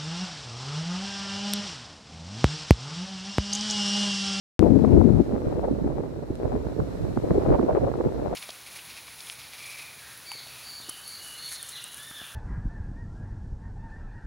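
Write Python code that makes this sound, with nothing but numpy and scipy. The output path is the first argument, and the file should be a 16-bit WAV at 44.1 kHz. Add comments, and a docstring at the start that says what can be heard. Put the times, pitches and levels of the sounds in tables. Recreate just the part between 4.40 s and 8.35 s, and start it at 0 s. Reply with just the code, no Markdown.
"""A hard draught buffets the left ear, then gives way to a gusty breeze on a beach.
The wind is heard close to the sand, through the two ports of a small microphone: each passing
eddy changes the pressure on a port, so the air rumbles, thuds, hoots and flaps as it rises and falls.
Distant surf washes and hisses behind it, and something small ticks once."""
import sys
import numpy as np
from scipy import signal
from scipy.fft import rfft, irfft, next_fast_len
from scipy.io import wavfile
from scipy.ndimage import uniform_filter1d

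SR = 44100
rng = np.random.default_rng(int(sys.argv[2]) if len(sys.argv) > 2 else 0)


def unload_wav(signal):
    """Save mono or channel-first audio to the path in sys.argv[1] as 16-bit WAV at rate SR, clipped to [-1, 1]."""
    wavfile.write(
        sys.argv[1],
        SR,
        np.round(np.clip(np.atleast_2d(signal).T, -1, 1) * 32767).astype(np.int16),
    )


N = 174195

# Levels in all tables are relative.
# Strength of the breeze: t/s, level/dB
BREEZE_STRENGTH = [(.19, -33), (.255, -31), (.29, -23), (.35, -29), (.5, -30), (.55, -25), (.62, -31),
                   (.78, -28), (.85, -31), (.92, -27), (1.03, -30), (1.25, -28), (1.38, -31), (1.55, -29),
                   (1.7, -35), (1.95, -36.5), (2.05, -30), (2.2, -30.5), (2.3, -33), (2.41, -31),
                   (2.57, -35.5), (2.72, -31), (2.88, -31), (3.04, -28.5), (3.14, -25), (3.22, -29),
                   (3.46, -26.5), (3.52, -31.5), (3.7, -29), (3.77, -34), (3.85, -31)]
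# Spectrum of its turbulence: f/Hz, level/dB
BREEZE_SPECTRUM = [(20, -23), (32, -19), (52, 6.5), (85, -1.5), (130, 2.5), (190, -4), (270, 0),
                   (410, -2.5), (600, -7.5), (800, -17.5), (1200, -31), (2000, -46), (3200, -56.5),
                   (6000, -91)]
# Small eddies against large ones: t/s, level/dB
SMALL_EDDY_BALANCE = [(.2, 0.5), (.9, 2), (1.24, 4), (1.45, 2.5), (1.9, 1.5), (2.05, 4.5), (2.42, -1.5),
                      (2.6, 2.5), (3.1, 8), (3.33, 9.5), (3.66, 4), (3.92, 10)]
# Spectrum of a sharp little eddy: f/Hz, level/dB
FLICK_SPECTRUM = [(120, -14.5), (400, 10), (750, -3.5), (1200, -15.5), (2000, -26), (3200, -44),
                  (6000, -68.5)]
# Strength of the draught: t/s, level/dB
DRAUGHT_STRENGTH = [(.19, -17), (.25, -14), (.33, -13), (.372, -15), (.382, -22), (.41, -15), (.45, -14.5),
                    (.505, -16), (.56, -12.5), (.63, -15), (.71, -15.5), (.75, -14), (.812, -14),
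                    (.84, -40)]
# Spectrum of its turbulence: f/Hz, level/dB
DRAUGHT_SPECTRUM = [(20, -35), (40, -20), (60, -1), (120, 0.5), (240, 3), (340, -2.5), (560, -14),
                    (850, -25), (1350, -47), (2500, -48), (5000, -85)]
# Swell of the surf's hiss: t/s, level/dB
SURF_SWELL = [(.2, -59), (.55, -60.5), (.8, -61.5), (.95, -63.5), (1.15, -63), (1.4, -64), (1.85, -66),
              (2.1, -63), (2.45, -62.5), (2.75, -60), (3.0, -59.5), (3.3, -63), (3.92, -62.5)]
# Spectrum of the surf: f/Hz, level/dB
SURF_SPECTRUM = [(60, 28.5), (300, 18.5), (700, 0.5), (1300, 0), (2000, -6), (3100, -13.5), (3600, -11.5),
                 (4050, -8), (4700, -13.5), (5500, -12.5), (6400, -15.5), (7400, -14.5), (9800, -16.5),
                 (11000, -20), (12500, -15), (14500, -27)]
# Large eddies on the ports: t/s, crest level/dB, half length/s, left minus right/dB
THUD_EVENTS = [(.197, -26, .01, 20), (.548, -16, .014, 9), (.592, -22, .012, 18), (.737, -20, .014, 12),
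               (.768, -23, .011, 16), (.806, -23, .01, 12), (1.078, -26, .009, 8), (1.158, -30, .014, 0),
               (1.335, -31, .016, 0), (1.466, -27, .014, 2), (1.535, -33, .016, -3), (1.907, -28, .007, -6),
               (2.054, -29, .009, -14), (2.16, -33, .018, -6), (2.402, -28, .01, -14),
               (2.425, -25, .012, 2), (2.632, -30, .02, -7), (2.708, -30, .014, -5), (2.779, -25, .011, -5),
               (2.845, -28, .008, 4), (2.913, -19.5, .009, 1), (3.015, -30, .009, -2), (3.08, -25, .011, 3),
               (3.106, -18.5, .01, -5), (3.14, -25, .011, 3), (3.335, -29, .022, 2), (3.45, -27, .018, -5),
               (3.67, -21.5, .01, 2)]
# Vortices across the ports: t/s, crest level/dB, half length/s, f/Hz, left minus right/dB
VORTEX_EVENTS = [(.228, -19, .008, 390, 22), (.244, -21, .008, 380, 22), (.268, -19, .012, 470, 12),
                 (.362, -20, .011, 320, 22), (.448, -25, .012, 430, 18), (.545, -17, .01, 280, 6),
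                 (.574, -17, .011, 370, 18), (.614, -24, .007, 520, 18), (.655, -21, .011, 270, 20),
                 (.68, -20, .009, 300, 22), (.802, -20, .013, 245, 20), (.936, -24, .008, 240, -8),
                 (1.178, -23, .008, 330, -3), (1.24, -26, .012, 580, 0), (1.283, -22, .008, 430, -4),
                 (1.316, -18, .009, 255, -4), (1.338, -24, .008, 270, -3), (1.42, -24, .008, 225, -4),
                 (1.456, -22, .016, 280, 2), (1.906, -21.5, .005, 310, -1), (2.056, -23.5, .01, 490, -4),
                 (2.152, -24, .013, 240, -2), (2.398, -23, .011, 450, -3), (2.775, -20, .007, 270, -3),
                 (2.843, -20, .008, 380, 2), (2.911, -16.5, .007, 330, 0), (2.957, -18, .007, 365, 0),
                 (2.98, -13, .007, 400, 1), (3.083, -18, .009, 315, 0), (3.114, -14.5, .011, 340, -1),
                 (3.14, -19.5, .008, 480, -2), (3.198, -16.5, .008, 270, -7), (3.238, -17.5, .009, 300, -3),
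                 (3.292, -15.5, .009, 520, -1), (3.315, -23, .009, 540, -5), (3.379, -17, .009, 470, 1),
                 (3.438, -19, .009, 420, -1), (3.474, -22, .007, 490, 3), (3.609, -20.5, .008, 420, -4),
                 (3.663, -20.5, .011, 330, -4), (3.823, -25, .007, 370, -3)]
# Flaps of air: t/s, crest level/dB, left minus right/dB
FLAP_EVENTS = [(.228, -22, 14), (.449, -22, 14), (.615, -22, 14), (2.13, -27, 2), (2.27, -27, 3),
               (2.402, -24, -4), (2.774, -22, 0), (2.908, -19, 1), (3.125, -19, 0), (3.195, -21, -2),
               (3.31, -22, -2), (3.359, -24, 2), (3.472, -23, 2), (3.54, -25, 3), (3.61, -24, 1)]
# Spectrum of the tick: f/Hz, level/dB
TICK_SPECTRUM = [(500, -14), (2200, -1), (4000, 0), (6500, -6), (10000, -6), (12000, -18)]


def undb(db):
    """Amplitude ratio: tenfold for every 20 dB."""
    return 10 ** (np.asarray(db) / 20)


def curve(rows):
    """Linear interpolation through (t/s, value) rows."""
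    return np.interp(np.arange(N) / SR, *np.array(rows).T)


def pan(db):
    """Left and right gains for a level difference, left minus right."""
    return undb(np.array([[db], [-db]]) / 2)


def unit(x):
    """Normalisation to rms 1."""
    return x / np.sqrt(np.mean(x ** 2, axis=-1, keepdims=True))


def colour(x, spectrum):
    """Spectral shaping by (f/Hz, level/dB) rows, falling 12 dB an octave below the first."""
    hz, db = np.array(spectrum).T
    size = 2 * next_fast_len(N)
    f = np.maximum(np.fft.rfftfreq(size, 1 / SR), 1)
    gain = undb(np.interp(np.log(f), np.log(hz), db)) * np.minimum(f / hz[0], 1) ** 2
    return irfft(rfft(x, size) * gain)[..., :N]


def split(x, hz):
    """Complementary filtering: the parts below and above a frequency."""
    low = signal.sosfiltfilt(signal.butter(2, hz, fs=SR, output="sos"), x)
    return low, x - low


def wander(rate_hz):
    """Smooth random modulation of rms 1, its extremes rounded off."""
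    step = int(SR / rate_hz)
    held = np.repeat(rng.standard_normal(N // step + 2), step)
    smooth = uniform_filter1d(uniform_filter1d(held, step), step)[:N]
    return unit(np.tanh(smooth / 2))


def burst(hz, width, half_s, count=8192):
    """A wave packet on each port: noise of bandwidth width * hz in a Gaussian window, crest rms near 1."""
    f = np.maximum(np.fft.rfftfreq(count, 1 / SR), 1)
    resonance = 1 / np.hypot(1, (f / hz - hz / f) / width)
    rolloff = 1 + (f / (1.876 * hz)) ** 5
    band = irfft(rfft(rng.standard_normal((2, count))) * resonance / rolloff)
    window = np.exp(-((np.arange(count) - count // 2) / SR / half_s) ** 2)
    return unit(band * window) * np.sqrt(np.mean(window ** 2))


def add(out, sound, at):
    """Superposition of a short sound, centred on a time."""
    first = int(at * SR) - sound.shape[1] // 2
    out[:, first:first + sound.shape[1]] += sound[:, :N - first]


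def turbulence(spectrum, eddies_per_s, eddy_share, flutter_hz, crackle_db, crossover_hz=599):
    """Turbulent pressure on a port, as large and small eddies; intermittency bunches the small ones."""
    hits = (rng.random(N) < eddies_per_s / SR) * rng.standard_normal(N)
    churn = rng.standard_normal(N)
    pressure = np.sqrt(eddy_share) * unit(hits) + np.sqrt(1 - eddy_share) * churn
    flutter = undb(1.5 * wander(flutter_hz))
    large, small = split(unit(colour(pressure * flutter, spectrum)), crossover_hz)
    return large, small * unit(undb(crackle_db * wander(220)))


def flicks(per_s=45, spread_db=5.5):
    """Shot noise: lone, sharp eddies kick one port at random times, with random size and sign."""
    chance, strength, polarity = rng.random((3, N))
    kicks = undb(spread_db * np.sqrt(12) * strength) * np.sign(polarity - .5)
    return unit(colour((chance < per_s / SR) * kicks, FLICK_SPECTRUM))


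def breeze(left_cut_hz=270):
    """Shared gusts modulate independent turbulence on each port; the left is thin, the right rumbles."""
    gusts_db = curve(BREEZE_STRENGTH) + 1.05 * wander(45)
    ports = [turbulence(BREEZE_SPECTRUM, eddies_per_s=300, eddy_share=.54, flutter_hz=120, crackle_db=7)
             for _ in range(2)]
    large, small = np.stack(ports, axis=1)
    bass_cut = signal.butter(4, left_cut_hz, "highpass", fs=SR, output="sos")
    large[0] = signal.sosfilt(bass_cut, large[0])
    crackle = undb(-.5) * small + undb(-14) * np.stack([flicks(), flicks()])
    crackle *= undb(curve(SMALL_EDDY_BALANCE))
    return undb(gusts_db + 2.5) * (large * pan(.5) + crackle * pan(4))


def draught():
    """Dense turbulent pressure buffets the left port alone, then stops abruptly."""
    large, small = turbulence(DRAUGHT_SPECTRUM, eddies_per_s=1200, eddy_share=.4,
                              flutter_hz=110, crackle_db=4)
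    blowing = np.arange(N) / SR < DRAUGHT_STRENGTH[-1][0]
    left = (large + small) * undb(curve(DRAUGHT_STRENGTH) + 1.5) * blowing
    return np.stack([left, np.zeros(N)])


def surf(hiss_hz=3500, foam_hz=7400):
    """Uncorrelated noise left and right makes a wide wash; its top fizzes more as each wave spreads."""
    wash = colour(rng.standard_normal((2, N)), SURF_SPECTRUM)
    _, hiss = split(wash, hiss_hz)
    body, foam = split(wash / np.std(hiss), foam_hz)
    swell_db = curve(SURF_SWELL)
    fizz = undb(-5 + .082 * (swell_db - swell_db.min()))
    return (body + foam * fizz) * undb(swell_db + 2.5 + .37 * wander(4.86)) * pan(-2.15)


def thuds():
    """Large eddies change the pressure slowly: dull, low pushes of a cycle or two."""
    out = np.zeros((2, N))
    for at, db, half_s, side_db in THUD_EVENTS:
        add(out, burst(hz=103, width=1, half_s=half_s) * undb(db + 2) * pan(side_db), at)
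    return out


def vortices():
    """Vortices hoot briefly across the ports; a narrow bandwidth gives each a hollow pitch."""
    out = np.zeros((2, N))
    for at, db, half_s, hz, side_db in VORTEX_EVENTS:
        add(out, burst(hz, width=.3, half_s=half_s) * undb(db - .5) * pan(side_db), at)
    return out


def flaps():
    """Air flaps sharply on the ports; so short a pulse has a broad spectrum."""
    out = np.zeros((2, N))
    for at, db, side_db in FLAP_EVENTS:
        add(out, burst(hz=668, width=.75, half_s=.0012) * undb(db) * pan(side_db), at)
    return out


def tick(at=1.9545, decay_s=.00072):
    """One tiny dry click: a broadband transient with exponential decay."""
    age = np.arange(N) / SR - at
    crack = unit(colour(rng.standard_normal((2, N)), TICK_SPECTRUM))
    envelope = (age >= 0) * np.exp(-np.abs(age) / decay_s)
    return crack * envelope * undb(-39) * pan(-1)


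def scene():
    """Superposition: the pressures of wind, surf and tick add."""
    wind = breeze() + vortices() + thuds() + flaps() + draught()
    return wind + surf() + tick()


def record(dry, start_s=.193, rise_s=.00006, top_hz=14550):
    """The sound cuts in; soft saturation rounds its peaks and a low-pass filter limits its bandwidth."""
    gate = np.clip((np.arange(N) / SR - start_s) / rise_s, 0, 1)
    saturated = dry / (1 + dry ** 6) ** (1 / 6)
    lowpass = signal.ellip(10, .2, 80, top_hz, fs=SR, output="sos")
    return signal.sosfilt(lowpass, saturated * gate)


dry = scene()
out = record(dry)
unload_wav(out)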